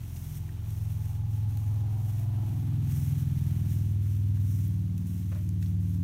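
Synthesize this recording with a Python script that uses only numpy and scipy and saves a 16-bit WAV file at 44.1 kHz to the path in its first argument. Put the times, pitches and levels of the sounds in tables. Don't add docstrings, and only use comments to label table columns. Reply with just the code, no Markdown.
import sys
import numpy as np
from scipy import signal
from scipy.fft import rfft, irfft
from scipy.io import wavfile

SR = 44100
rng = np.random.default_rng(int(sys.argv[2]) if len(sys.argv) > 2 else 0)


def generate_wav(signal):
    frames = np.transpose(np.atleast_2d(signal))
    scaled = np.clip(frames, -1, 1) * 32767
    pcm = np.round(scaled).astype(np.int16)
    wavfile.write(sys.argv[1], SR, pcm)


def voltage_ratio(level):
    return 10 ** (np.asarray(level, float) / 20)


N = 266275
TIME_S = np.arange(N) / SR


def unit_rms(x):
    return x / np.sqrt(np.mean(x ** 2) + 1e-20)


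def curve(table):
    t_s, value = np.transpose(table)
    return np.interp(TIME_S, t_s, value)


def drift(rate_hz):
    hop = 40
    pole = np.exp(-2 * np.pi * hop * rate_hz / SR)
    noise = rng.standard_normal(N // hop + 2002)
    slow = signal.lfilter([1], [1, -2 * pole, pole ** 2], noise)[2000:]
    return np.interp(np.arange(N) / hop, np.arange(len(slow)), unit_rms(slow))


def coloured(x, spectrum):
    hz, db = np.transpose(spectrum)
    bins_hz = np.arange(N // 2 + 1) * SR / N + 1
    gain = voltage_ratio(np.interp(np.log(bins_hz), np.log(hz), db))
    return unit_rms(irfft(rfft(x) * gain, N))


def bandpass(x, edges_hz):
    return signal.sosfilt(signal.butter(2, edges_hz, "band", fs=SR, output="sos"), x)


def resonance(x, hz, width_hz):
    r = np.exp(-np.pi * width_hz / SR)
    top = [(1 - r * r) / 2, 0, (r * r - 1) / 2]
    return signal.lfilter(top, [1, -2 * r * np.cos(2 * np.pi * hz / SR), r * r], x)


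# t/s, turn rate f/Hz
FAN_SPEED = [(0.0, 21.396), (1.0, 21.146), (2.0, 20.824), (2.5, 20.768), (3.0, 20.606), (4.0, 20.039),
             (4.5, 19.844), (5.0, 19.665), (5.5, 19.5), (6.04, 19.464)]


def fan_angle():
    return 4.237 + 2 * np.pi * np.cumsum(curve(FAN_SPEED)) / SR


# extra path/m at start, its rate/(m/s), bend/(m/s^2), share of direct
ECHOES = [(3.156, -1.943, 0.297, 0.146), (5.134, -0.592, 0.136, 1.011), (7.622, -1.836, 0.374, 0.244),
          (9.205, 0.508, 0.143, 0.215), (9.337, 0.89, 0.032, 0.667), (11.54, -3.139, 0.354, 0.181),
          (13.955, 0.286, 0.107, 0.49), (14.803, 0.18, 0.123, 0.43), (16.172, -0.188, 0.138, -0.274),
          (16.557, -1.263, 0.223, 0.558), (16.744, 0.05, 0.063, 0.185), (19.786, -1.871, 0.141, -0.108),
          (21.162, -0.121, -0.083, -0.298), (24.474, -1.575, 0.274, 0.499), (25.239, 1.158, 0.043, -0.843),
          (27.879, -0.139, 0.253, 0.328), (28.074, -1.206, 0.159, -0.211), (29.02, 0.225, 0.147, 0.913),
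          (30.504, -0.161, 0.185, 0.929), (31.499, 6.039, -0.511, 0.056), (32.009, -1.054, 0.331, 0.461),
          (32.315, -1.052, 0.276, -0.775), (35.386, -0.507, 0.08, -0.636), (36.825, 0.257, 0.1, -0.954),
          (44.808, 1.66, 0.082, -0.13), (44.98, 0.599, 0.112, -0.901), (45.207, 0.549, 0.126, 0.613),
          (46.31, 0.321, 0.145, -0.99), (46.557, 0.58, 0.2, 0.088), (51.838, -1.117, 0.301, 0.252)]


def barn(order):
    sound_m_per_s = 343
    t_s = np.arange(0, N + 441, 441) / SR
    path_m, speed, bend, share = np.transpose(ECHOES)[:, :, None]
    hz = order * np.interp(t_s, *np.transpose(FAN_SPEED))
    extra_m = path_m + speed * t_s + bend * t_s ** 2
    echoes = share * np.exp(-2j * np.pi * hz * extra_m / sound_m_per_s)
    return np.interp(TIME_S, t_s, 1 + np.sum(echoes, axis=0))


# order, level/dB at start, change/(dB/s)
FAN_ORDERS = [(2.0, -55.7, -0.8), (3.0, -40.6, -5.5), (4.0, -31.1, -1.9), (5.0, -36.1, 2.2),
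              (6.0, -50.2, 4.0), (7.0, -38.1, -0.7), (8.0, -59.0, 1.6), (9.0, -62.3, 4.2),
              (10.0, -76.7, 3.4), (11.0, -69.1, 2.9), (12.0, -72.2, 4.0), (13.0, -66.4, 1.6),
              (14.0, -73.7, 3.4), (15.0, -80.4, 0.1), (16.0, -73.0, 1.9)]
# order, level/dB
TOP_ORDERS = [(17, -67), (18, -67), (19, -73), (20, -75), (21, -80)]


def fan_drone(angle):
    in_view_s, hidden_db = 2.75, -7.5
    far_shake, near_shake = .18, .04
    lag_rad, spread_rad, skew_rad = -2.762, 2.634, 1.329
    hidden = 1 / (1 + (TIME_S / in_view_s) ** 5)
    unsteady = near_shake + (far_shake - near_shake) * hidden
    sizes = {}
    for order, db, db_per_s in FAN_ORDERS:
        tilt_db = 0.2 + 0.01 * (order - 6.5)
        sizes[order] = voltage_ratio(tilt_db + db + db_per_s * TIME_S) * barn(order)
    for order, db in TOP_ORDERS:
        sizes[order] = voltage_ratio(db + hidden_db * hidden + 1.8 * drift(.8))
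    out = np.zeros(N)
    for order, size in sizes.items():
        shake = unsteady * (order / 5) ** .5 * (drift(7) + 1j * drift(7))
        off = order - 5
        phase = lag_rad + spread_rad * off ** 2 / 2 + skew_rad * off ** 3 / 6
        wave = size * (1 + shake) * np.exp(1j * (order * angle + phase))
        out += np.sqrt(2) * wave.real
    return out * np.minimum(TIME_S / .012, 1)


# t/s, level/dB
RATTLE_LEVEL = [(0, -66.5), (.5, -63), (1, -63.5), (1.4, -63), (1.7, -60.5), (1.95, -58), (2.15, -62),
                (2.42, -57), (2.7, -61.5), (2.87, -61), (3.1, -62.5), (3.5, -64), (3.8, -65), (4.1, -70.5),
                (6.04, -73.5)]
# f/Hz, level/dB
GUARD_SPECTRUM = [(410, 3.5), (450, -9), (580, -10.5), (620, -4), (700, -4), (790, -2), (855, -2.5),
                  (950, -7), (1150, -4), (1400, -8.5)]


def guard_rattle(angle):
    hz, db = np.transpose(GUARD_SPECTRUM)
    turn_hz = np.mean(np.diff(angle[:N // 2])) * SR / (2 * np.pi)
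    lines = np.zeros(N)
    for order in range(20, 50):
        size = voltage_ratio(np.interp(order * turn_hz, hz, db) + 3.5 * drift(1.8))
        lines += size * np.cos(order * angle + 1.3 * drift(2.5))
    gate = voltage_ratio(0.94 * np.cos(angle) + 1.9 * np.cos(2 * angle))
    outline = [(300, -8)] + GUARD_SPECTRUM + [(2000, -28)]
    bursts = coloured(gate * rng.standard_normal(N), outline)
    return voltage_ratio(curve(RATTLE_LEVEL)) * unit_rms(unit_rms(lines) + .85 * bursts)


# f/Hz, level/dB
AIR_SPECTRUM = [(260, -0.5), (450, 2), (700, -2.5), (1080, 0), (1850, -22.5), (4000, -14.5), (4850, -14.5),
                (6100, -5), (7700, -14.5), (9500, -12), (10500, -36), (11500, -24), (16500, -22.5)]


def air_hiss():
    return voltage_ratio(-67.5) * coloured(rng.standard_normal(N), AIR_SPECTRUM)


# f/Hz, level/(dB per Hz)
RUMBLE_SPECTRUM = [(30, -23), (50, -14), (70, -9), (95, 0), (135, -2), (160, -9), (200, -13), (260, -18),
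                   (330, -24), (450, -33), (600, -45)]


def air_rumble():
    return voltage_ratio(-50.5) * coloured(rng.standard_normal(N), RUMBLE_SPECTRUM)


# t/s, peak level/dB, rise/s, fall/s (over 20 dB)
DRAGS = [(0.153, -53, 0.018, 0.09), (0.192, -55.5, 0.34, 0.57), (0.382, -54.5, 0.12, 0.02),
         (0.713, -57, 0.13, 0.72), (1.108, -59.5, 0.21, 0.12), (1.334, -58.5, 0.086, 0.19),
         (1.506, -60.5, 0.054, 0.2), (1.582, -59.5, 0.04, 0.5), (1.91, -63.5, 0.03, 0.6),
         (2.044, -58.5, 0.11, 0.45), (2.231, -60, 0.14, 0.03), (2.529, -59.5, 0.29, 0.5),
         (3.003, -51, 0.23, 0.27), (3.203, -54, 0.048, 0.08), (3.483, -56.5, 0.48, 0.1),
         (3.582, -58, 0.093, 0.1), (3.753, -55.3, 0.18, 0.13), (3.896, -59.6, 0.6, 0.15),
         (4.1, -58, 0.17, 0.29), (4.459, -58.5, 0.24, 0.67), (4.523, -56, 0.1, 0.25),
         (4.679, -67, 0.018, -0.6), (4.982, -62, 0.014, 0.1), (5.073, -59, 0.022, 0.23),
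         (5.256, -60.5, 0.41, 0.56), (5.63, -59.5, 0.051, 0.2), (5.814, -62.5, 0.03, 0.39),
         (5.95, -62, 0.12, 0.05)]


def stirring_db():
    settling_db = -79.5
    power = voltage_ratio(2 * settling_db)
    for t_s, db, rise_s, fall_s in DRAGS:
        side_s = np.maximum(np.where(TIME_S < t_s, rise_s, fall_s), .015)
        power = power + voltage_ratio(2 * db - 40 * ((TIME_S - t_s) / side_s) ** 2)
    return 10 * np.log10(power)


# f/Hz, level/dB
BRIGHT_SPECTRUM = [(3000, -62), (4000, -60), (4900, -2.5), (5600, 3), (6250, 3.5), (7650, 0), (9000, 2),
                   (10100, 1), (10500, -1.5), (11200, 2.5), (14700, 4.5), (16500, -4.5)]


def straw_swish():
    draught_s, draught_width_s, draught_db, lee_db_per_s = 3.16, 1, 3, -0.33
    cracks_per_s = 2500
    swish_db = stirring_db()
    past_s = TIME_S - draught_s
    dull_db = -64.5 + 0.33 * (swish_db + 57.5)
    dull_db += draught_db * np.exp(-(past_s / draught_width_s) ** 2) + lee_db_per_s * past_s
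    sizes = voltage_ratio(6.4 * np.minimum(rng.exponential(1, N), 5)) * rng.choice([-1, 1], N)
    struck = rng.random(N) < cracks_per_s * voltage_ratio(4.0 * drift(40)) / SR
    rub = 0.38 * unit_rms(sizes * struck) + voltage_ratio(1.1 * drift(24)) * rng.standard_normal(N)
    dull = unit_rms(bandpass(rub, [1200, 3900]))
    return voltage_ratio(swish_db) * coloured(rub, BRIGHT_SPECTRUM) + voltage_ratio(dull_db) * dull


# t/s, peak level/dB, f/Hz, width/octaves, decay/ms
STALK_SNAPS = [(.1608, -43, 6500, 1.8, .6), (.1688, -42, 6500, 1.8, .6), (.2177, -42, 9000, 2.2, .6),
               (.4907, -48, 1750, .4, 4.0), (.1650, -48, 3200, 1.4, 6.0), (4.06, -54, 1600, .8, 9.0),
               (4.37, -55, 1400, .9, 9.0), (.659, -52, 2700, .5, 3.0), (1.5732, -35.5, 6000, 2.6, .4),
               (3.0375, -40, 12000, 1.5, .8), (5.4912, -33.5, 6000, 2.6, .4),
               (4.6775, -34.5, 14800, .3, .5), (4.9797, -37, 7000, 2.4, .3), (5.0690, -47, 13000, 1.5, 8.0),
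               (5.2285, -52, 2600, 1.2, 4.0), (5.3487, -46, 3000, 2.2, .8), (5.4478, -47, 8000, 2.2, .4),
               (5.6255, -47, 1900, .7, 6.0), (5.6262, -44, 3800, 1.6, 5.0), (5.6600, -47, 4200, .8, 5.0)]


def stalk_snaps():
    out, after_s = np.zeros(N), np.arange(900) / SR
    for t_s, db, hz, octaves, decay_ms in STALK_SNAPS:
        edges_hz = np.clip(hz * 2 ** (np.array([-.5, .5]) * octaves), 200, .4 * SR)
        noise = rng.standard_normal(len(after_s))
        push = (.4 * noise - (after_s == 0)) * np.exp(-1000 * after_s / decay_ms)
        crack = bandpass(push, edges_hz)
        start = round(t_s * SR)
        out[start:start + len(after_s)] += voltage_ratio(db) * crack / np.abs(crack).max()
    return out


# t/s, order, peak level/dB, half length/s (over 20 dB)
WIRE_SWELLS = [(1.1, 41, -68, .4), (1.12, 38, -70, .3), (1.4, 41, -70, .4), (1.4, 39, -71, .4),
               (1.75, 40, -68, .6), (1.88, 45, -72, .2), (2.0, 38, -67, .5), (2.0, 36, -68, .3),
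               (2.23, 33, -67, .25), (2.45, 36, -66, .3), (2.45, 41, -69, .4), (2.68, 44, -69, .15)]


def singing_wires(angle):
    out = np.zeros(N)
    for t_s, order, db, half_s in WIRE_SWELLS:
        size = voltage_ratio(db - 20 * ((TIME_S - t_s) / half_s) ** 2 + 3.5 * drift(16))
        out += size * np.sqrt(2) * np.cos(order * angle + 1.3 * drift(9))
    return out


# t/s, peak level/dB, f/Hz, ring time/s (60 dB)
HEEL_THUDS = [
    (5.315, -51.5, 530, .12),
    (5.349, -58, 600, .25),
]


def heel_thuds():
    out, after_s = np.zeros(N), np.arange(9000) / SR
    for t_s, db, hz, t60_s in HEEL_THUDS:
        noise = rng.standard_normal(len(after_s))
        mode = np.sin(2 * np.pi * hz * after_s) + .6 * unit_rms(resonance(noise, hz, 200))
        puff = resonance(resonance(noise[::-1], 1.9 * hz, 1300), 1.9 * hz, 2000)
        shape = voltage_ratio(-60 * after_s / t60_s) * (1 - np.exp(-after_s / .004)) * 2
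        start = round(t_s * SR)
        out[start:start + len(after_s)] += voltage_ratio(db) * shape * (mode + .6 * unit_rms(puff))
    return out


def scene():
    angle = fan_angle()
    fan = fan_drone(angle) + guard_rattle(angle) + singing_wires(angle)
    air = air_hiss() + air_rumble()
    feet = straw_swish() + stalk_snaps() + heel_thuds()
    return (fan + air + feet)[None]


def band_limit(x):
    return signal.sosfilt(signal.butter(12, 16860, fs=SR, output="sos"), x)


def record(dry):
    top_hz = 15780
    mix = signal.sosfilt(signal.ellip(14, .3, 80, top_hz, fs=SR, output="sos"), dry)
    return band_limit(mix)


dry = scene()
out = record(dry)
generate_wav(out)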